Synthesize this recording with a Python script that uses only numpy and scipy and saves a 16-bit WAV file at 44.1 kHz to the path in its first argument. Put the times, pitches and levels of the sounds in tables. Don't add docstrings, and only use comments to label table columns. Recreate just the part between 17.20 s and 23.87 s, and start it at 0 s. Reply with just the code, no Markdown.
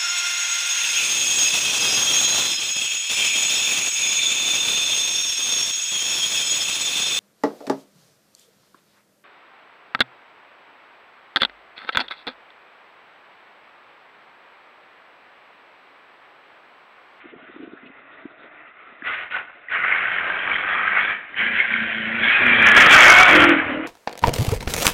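import sys
import numpy as np
from scipy import signal
from scipy.fft import rfft, irfft, next_fast_len
from scipy.io import wavfile
from scipy.ndimage import uniform_filter1d

SR = 44100
rng = np.random.default_rng(int(sys.argv[2]) if len(sys.argv) > 2 else 0)


def bounce(signal):
    frames = np.transpose(np.atleast_2d(signal))
    limited = np.clip(frames, -1, 1)
    pcm = np.round(limited * 32767).astype(np.int16)
    wavfile.write(sys.argv[1], SR, pcm)


N = 294096
TIME = np.arange(N) / SR

# time in seconds, firings per second.
FIRING_RATE = [(0, 121), (1.45, 154), (1.8, 80), (2.1, 92.5), (3.0, 87.6), (3.87, 102.7), (4.1, 95),
               (4.27, 114.5), (4.42, 110), (4.6, 114), (4.73, 109), (5.05, 116), (5.2, 126.5), (5.49, 107),
               (5.68, 140), (5.87, 171), (6.02, 184), (6.12, 179), (6.28, 168), (6.39, 156), (6.55, 151),
               (6.67, 164)]
# opening and closing time in seconds, then the rasp's drive in dB at each.
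THROTTLE_STABS = [(1.831, 2.036, 2.5, -9.5), (2.101, 2.201, 4, -11), (2.486, 3.912, -1, -3.5),
                  (4.149, 5.522, -7, -7.5), (5.531, 6.031, -7, -7), (6.052, 6.316, -13, -9),
                  (6.367, 6.401, 2.5, -14), (6.438, 6.66, -19, -36.5)]
# frequency in Hz, relative level in dB.
LEAK_SPECTRUM = [(100, -31), (250, -27.5), (450, -21.5), (720, -16), (950, -13.5), (1150, -2.5),
                 (1350, 8.5), (1570, 3.5), (1850, 11.5), (2150, 8.5), (2400, 7), (2700, -2.5), (3250, -6.5),
                 (3700, -16), (4200, -28)]
# time in seconds, then low band, shoulder and top band
# in dB against the rasp's core.
RASP_TONE = [(0, -9.5, -17, -11.5), (1.4, -10.5, -13, -19), (1.6, -13.5, -2, -15), (2.1, -10.5, -18, -11),
             (2.65, -14.5, -9.5, -19), (3.1, -8.5, -18, -14.5), (3.65, -11, -7.5, -19),
             (4.4, -19, -28.5, -14), (5.5, -14, -17, -13.5), (5.75, -11.5, -13, -9),
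             (6.67, -7, -17.5, -15.5)]
# pitch in Hz when cold, pitch in Hz when hot, relative level in dB.
EXHAUST_RINGS = [(1414, 1560, -6), (1967, 2230, -6), (2430, 3170, -14.5)]
# centre in seconds, loss in dB, half length in seconds.
COVER = [(3.214, 3.5, .28), (4.81, 9.0, 0.18)]
# delay in seconds, gain in dB.
TREE_ECHOES = [(.023, -16.5), (.047, -8.5), (.083, -34.5), (.131, -14)]
# multiple of the firing rate, relative dB from the front, then from behind.
PIPE_HARMONICS = [(1, -20, -25), (1.25, -23.5, -23.5), (1.5, -24.5, -16.5), (1.75, -20, -5), (2, -4, -5.5),
                  (2.25, -18.5, -23), (3, -16, -17.5), (4, -22, -20.5), (5, -19.5, -39.5)]
# start and end in seconds, then the gain in dB at each.
PIPE_SWELLS = [(0, 1.43, -35, -38.5), (2.5, 3.9, -38, -28), (4.17, 4.33, -19, -18),
               (4.46, 4.64, -21.5, -17.5), (4.72, 5.04, -18, -19.5), (5.2, 5.85, -17, -31.5),
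               (6.07, 6.33, -18.5, -9), (6.46, 6.67, -18.5, -19.5)]
# frequency in Hz, relative level in dB.
TYRE_SPECTRUM = [(20, -31.5), (40, -14.5), (80, 1.5), (160, -3), (300, 2.5), (600, 1), (1500, -31)]
# centre in seconds, level in dB at the closest distance, half length in seconds.
WHEEL_JOLTS = [(4.264, -30.5, 0.12), (5.35, -24, 0.096), (5.643, -24.5, 0.066), (5.87, -37, 0.028),
               (6.19, -24, .07), (6.55, -34.5, 0.23)]
# frequency in Hz, relative level in dB.
FOLIAGE_SPECTRUM = [(30, -27), (80, -14.5), (180, -9.5), (280, 4.5), (450, 2.5), (640, 3), (900, -16),
                    (1350, 6), (2100, -16.5), (3000, -14), (3600, -7.5), (4200, -26)]
# centre in seconds, level in dB, pitch in Hz, half length in seconds.
GRASS_RUSTLES = [(0.014, -47, 2190, 0.015), (0.275, -48, 1490, 0.017), (0.433, -54, 2560, 0.029),
                 (0.574, -46, 1450, .015), (0.667, -48, 2450, 0.012)]
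# time in seconds, relative peak in dB, pitch in Hz.
HAND_KNOCKS = [(0.058, -34, 318), (0.136, -33, 417), (0.163, -38, 221), (0.228, -42, 277),
               (0.294, -36.5, 339), (0.363, -32.5, 325), (0.403, -29.5, 298), (0.434, -27.5, 297),
               (0.478, -31.5, 310), (0.535, -30.5, 300), (0.633, -39, 258), (0.662, -36, 264),
               (0.7, -40, 251), (1.055, -24.5, 288), (1.725, -44, 272), (1.825, -33, 278)]
# start in seconds, relative peak in dB, pitch in Hz, seconds to fall by 60 dB.
METAL_CLANKS = [(1.821, -23, 1690, .015), (1.935, -16, 2110, .015), (2.111, -35, 2030, 0.015),
                (2.484, -21.5, 1930, .03), (2.508, -24, 1900, .012), (2.639, -7.5, 1950, 0.01),
                (2.722, -7.5, 2136, 0.022), (2.855, -9, 1850, 0.0109), (2.983, -9.5, 1840, 0.012),
                (3.19, -21, 3140, 0.034), (3.314, -10, 2290, 0.041), (3.356, -8, 1910, 0.0077),
                (3.676, -9.5, 1610, .06), (3.718, -8.5, 1910, 0.0094), (4.142, -21, 1940, .015),
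                (4.176, -21.5, 1910, .011), (4.400, -6, 2150, 0.068), (4.508, -14, 1920, 0.0084),
                (4.538, -6, 2160, .015), (4.561, -7.5, 1544, .015), (4.721, -13.5, 1720, .02),
                (5.035, -20, 1770, .015), (5.265, -4.5, 1580, 0.014), (5.281, -2, 1760, 0.0087),
                (5.425, -3, 1710, .02), (6.222, -6, 1375, 0.11), (6.398, -8, 1660, 0.028)]
# centre in seconds, pitch in Hz, relative dB, half length in seconds.
RASP_FLARES = [(3.1, 1566, 0, 0.072), (3.564, 1203, -5, 0.078), (3.686, 1570, -1, .05),
               (4.411, 2100, -1.5, 0.05), (5.166, 2515, -1.5, 0.061), (5.43, 2382, -4, 0.078),
               (5.534, 1689, -0.5, 0.0709), (5.72, 1312, -5, 0.092), (5.91, 2187, -4.5, 0.079),
               (6.2, 1414, -4.5, 0.06)]
# start and end in seconds, then the level in dB at each.
INTAKE_HOWL = [(5.72, 6.04, -21, -20)]

PASS_S, CLOSEST_M, CAR_M_PER_S, SOUND_M_PER_S = 5.874, 3.74, 13.2, 343
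SWELL_ATTACK_S, SWELL_RELEASE_DB_PER_S = .06, 174.5


def from_db(db):
    return 10 ** (np.asarray(db) / 20)


def rms_one(x):
    return x / np.sqrt(np.mean(x ** 2) + 1e-20)


def in_time(rows):
    times, *columns = np.transpose(rows)
    return [np.interp(TIME, times, column) for column in columns]


def drift(hz):
    step, settle = 40, 2000
    pole = np.exp(-2 * np.pi * hz * step / SR)
    white = rng.standard_normal(N // step + settle + 2)
    slow = signal.lfilter([1], [1, -2 * pole, pole * pole], white)[settle:]
    return np.interp(np.arange(N) / step, np.arange(len(slow)), rms_one(slow))


def coloured(x, spectrum):
    hz, db = np.transpose(spectrum)
    size = next_fast_len(N)
    log_hz = np.log(np.arange(size // 2 + 1) * SR / size + 1)
    response = from_db(np.interp(log_hz, np.log(hz), db))
    return rms_one(irfft(rfft(x, size) * response, size)[:N])


def band(x, edges_hz, kind, order):
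    return signal.sosfilt(signal.butter(order, edges_hz, kind, fs=SR, output="sos"), x)


def hump(at, half_s):
    return np.exp(-((TIME - at) / half_s) ** 2)


def strokes(rows, attack_s, release_db_per_s):
    gain = 0
    for start, end, first_db, last_db in rows:
        attack = np.clip((TIME - start) / attack_s, 0, 1)
        held_db = np.interp(TIME, [start, end], [first_db, last_db])
        fall_db = release_db_per_s * np.maximum(TIME - end, 0)
        gain = gain + attack * from_db(held_db - fall_db)
    return gain


def drive_past():
    along = CAR_M_PER_S * (TIME - PASS_S)
    distance = np.hypot(along, CLOSEST_M)
    doppler = 1 / (1 + CAR_M_PER_S * along / distance / SOUND_M_PER_S)
    behind = np.interp(TIME, [5.5, 5.91], [0, 1])
    return CLOSEST_M / distance, doppler, behind


def gas_flow(firings, rate, puff_s=0.0029, hiss=0.72):
    index = firings.astype(int)
    cylinder_db = np.array([1.0, -2.5, -0.78, -2.0])
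    uneven_db = rng.standard_normal(index[-1] + 1)
    strength = from_db(uneven_db[index] + cylinder_db[index % 4])
    age_s = (firings - index) / rate
    close_by = np.interp(TIME, [5.0, 5.55, 6.4, 6.67], [0.004, 1, 1, .5])
    far_off = np.interp(TIME, [1.6, 1.85], [1, 0])
    turbulence = strength * np.exp(-age_s / puff_s) + hiss + close_by + far_off
    cracks = strength * np.diff(index, prepend=0)
    flow = turbulence * rng.standard_normal(N) + cracks
    return flow / np.sqrt(uniform_filter1d(flow ** 2, size=2000))


def gas_heat(warming_s=0.66):
    is_open = sum((TIME > opens) & (TIME < closes) for opens, closes, _, _ in THROTTLE_STABS)
    retained = np.exp(-1 / (warming_s * SR))
    return signal.lfilter([1 - retained], [1, -retained], is_open)


def pipe_ring(flow, hz, width_hz, wander=0.03, waver_db=3.5):
    centre_hz = hz * (1 + wander * drift(7.0))
    carrier = np.exp(2j * np.pi * np.cumsum(centre_hz) / SR)
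    ring = (band(flow / carrier, width_hz / 2, "low", order=2) * carrier).real
    return rms_one(ring * from_db(waver_db * drift(6.8)))


def exhaust_rings(eddies, doppler, widths_hz=(105, 105, 300)):
    heat = gas_heat()
    return [from_db(db) * pipe_ring(eddies, doppler * (cold_hz + heat * (hot_hz - cold_hz)), width_hz)
            for (cold_hz, hot_hz, db), width_hz in zip(EXHAUST_RINGS, widths_hz)]


def rasp(flow, throttle, coasting_db=-26, patchy_db=1.5, flutter_db=1.74):
    nearness, doppler, _ = drive_past()
    effort = np.hypot(throttle, from_db(coasting_db))
    coasting = from_db(coasting_db) / effort
    leak = coloured(flow, LEAK_SPECTRUM)
    low_db, shoulder_db, top_db = [db + patchy_db * drift(21) for db in in_time(RASP_TONE)]
    low = from_db(low_db + 5 * coasting) * rms_one(band(leak, 1000, "low", order=8))
    shoulder = from_db(shoulder_db) * rms_one(band(leak, [1000, 1350], "band", order=3))
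    middle = from_db(-1) * rms_one(band(leak, [1350, 2750], "band", order=8))
    top = from_db(top_db + 2 * coasting) * rms_one(band(leak, 2750, "high", order=8))
    eddies = flow * rng.standard_normal(N)
    low_ring, middle_ring, high_ring = exhaust_rings(eddies, doppler)
    core = middle + low_ring + middle_ring + flares(eddies)
    core = core / np.sqrt(uniform_filter1d(core ** 2, size=1500))
    screened_db = sum(loss_db * hump(at, half_s) for at, loss_db, half_s in COVER)
    level = nearness * effort * from_db(flutter_db * drift(8.9) - screened_db)
    return level * (core + low + shoulder + top + high_ring)


def silencer(flow, hz=638, front_db=-35, rear_db=-21.5, coasting_db=-6):
    nearness, doppler, behind = drive_past()
    spans = [(start, end, 0, 0) for start, end, _, _ in [*PIPE_SWELLS, *THROTTLE_STABS]]
    pulling = np.minimum(strokes(spans, SWELL_ATTACK_S, SWELL_RELEASE_DB_PER_S), 1)
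    db = front_db + behind * nearness * (rear_db - front_db) + (1 - pulling) * coasting_db
    eddies = flow * rng.standard_normal(N)
    growl = pipe_ring(eddies, hz * doppler, width_hz=110, wander=.05, waver_db=3)
    return nearness * from_db(db) * growl


def trees(x):
    dull = band(x, 1200, "low", order=1)
    return sum(from_db(db) * np.interp(TIME - delay, TIME, dull, left=0) for delay, db in TREE_ECHOES)


def tailpipe(firings, waver_db=1.35, rough_db=2.0):
    nearness, _, behind = drive_past()
    note = 0
    for multiple, front_db, rear_db in PIPE_HARMONICS:
        facing_db = front_db + behind * (rear_db - front_db)
        gain = from_db(facing_db + waver_db * drift(2.2) + rough_db * drift(30))
        note = note + gain * np.sin(2 * np.pi * (multiple * firings + rng.random()))
    load = strokes(PIPE_SWELLS, SWELL_ATTACK_S, SWELL_RELEASE_DB_PER_S)
    return np.sqrt(2) * nearness * load * note


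def wheels(throttle, rolling_db=-34.5, pulling_db=-29, lumpy_db=3.0):
    nearness, _, _ = drive_past()
    jolts = sum(from_db(db) * hump(at, half_s) for at, db, half_s in WHEEL_JOLTS)
    rolling = from_db(rolling_db) * nearness
    level = nearness * (np.hypot(rolling, from_db(pulling_db) * throttle) + jolts)
    return level * from_db(lumpy_db * drift(16)) * coloured(rng.standard_normal(N), TYRE_SPECTRUM)


def field(level_db=-55.5, waver_db=4.0):
    level = from_db(level_db + waver_db * drift(10))
    stirring = level * coloured(rng.standard_normal(N), FOLIAGE_SPECTRUM)
    white = rng.standard_normal(N)
    for at, db, hz, half_s in GRASS_RUSTLES:
        stalks = rms_one(band(white, [hz * .85, hz / .85], "band", order=2))
        stirring = stirring + from_db(db) * hump(at, half_s) * stalks
    return stirring


def knock(at, hz, t60, rise_s):
    t = np.arange(SR // 4) / SR
    attack = 1 - np.exp(-(t / rise_s) ** 2)
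    ring = np.sin(2 * np.pi * hz * t) * from_db(-60 * t / t60) * attack
    track, start = np.zeros(N + len(t)), int(at * SR)
    track[start:start + len(t)] = ring / np.abs(ring).max()
    return track[:N]


def handling(knock_db=-2, rub_db=-3):
    knocks = sum(from_db(db) * knock(at - .003, hz, t60=0.017, rise_s=0.0063)
                 for at, db, hz in HAND_KNOCKS)
    knock_power = uniform_filter1d(uniform_filter1d(knocks ** 2, size=1300), size=700)
    pressure = np.sqrt(np.abs(knock_power))
    gripping = np.interp(TIME, [.75, 1.0], [1, .2])
    rub = rms_one(band(rng.standard_normal(N), [220, 440], "band", order=3))
    return from_db(knock_db) * knocks + from_db(rub_db) * gripping * pressure * rub


def clanks(gain_db=-2):
    return sum(from_db(db + gain_db) * knock(at, hz, t60, rise_s=0.0011)
               for at, db, hz, t60 in METAL_CLANKS)


def flares(eddies, half_width_hz=40):
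    tones = 0
    for at, hz, db, half_s in RASP_FLARES:
        tone = rms_one(band(eddies, [hz - half_width_hz, hz + half_width_hz], "band", order=2))
        tones = tones + from_db(db) * hump(at, half_s) * tone
    return tones


def intake(firings, sixth_db=-4.0, waver_db=3):
    phase = 2 * np.pi * firings
    howl = np.sin(4 * phase) + from_db(sixth_db) * np.sin(6 * phase)
    swell = strokes(INTAKE_HOWL, attack_s=0.18, release_db_per_s=133)
    return swell * from_db(waver_db * drift(17)) * howl


def scene(jitter=.01):
    rate = in_time(FIRING_RATE)[0] * (1 + jitter * drift(15))
    firings = np.cumsum(rate) / SR
    throttle = strokes(THROTTLE_STABS, attack_s=0.05, release_db_per_s=259.5)
    flow = gas_flow(firings, rate)
    harsh = rasp(flow, throttle) + silencer(flow) + clanks()
    car = harsh + trees(harsh) + tailpipe(firings) + intake(firings) + wheels(throttle)
    return (car + field() + handling())[None]


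def record(dry, mic_top_hz=4155, overload=.72, splash_top_hz=15800):
    heard = band(dry, mic_top_hz, "low", order=22)
    clipped = np.clip(heard, -overload, overload)
    treble_limit = signal.ellip(10, .05, 60, splash_top_hz, fs=SR, output="sos")
    return signal.sosfiltfilt(treble_limit, clipped)


dry = scene()
out = record(dry)
bounce(out)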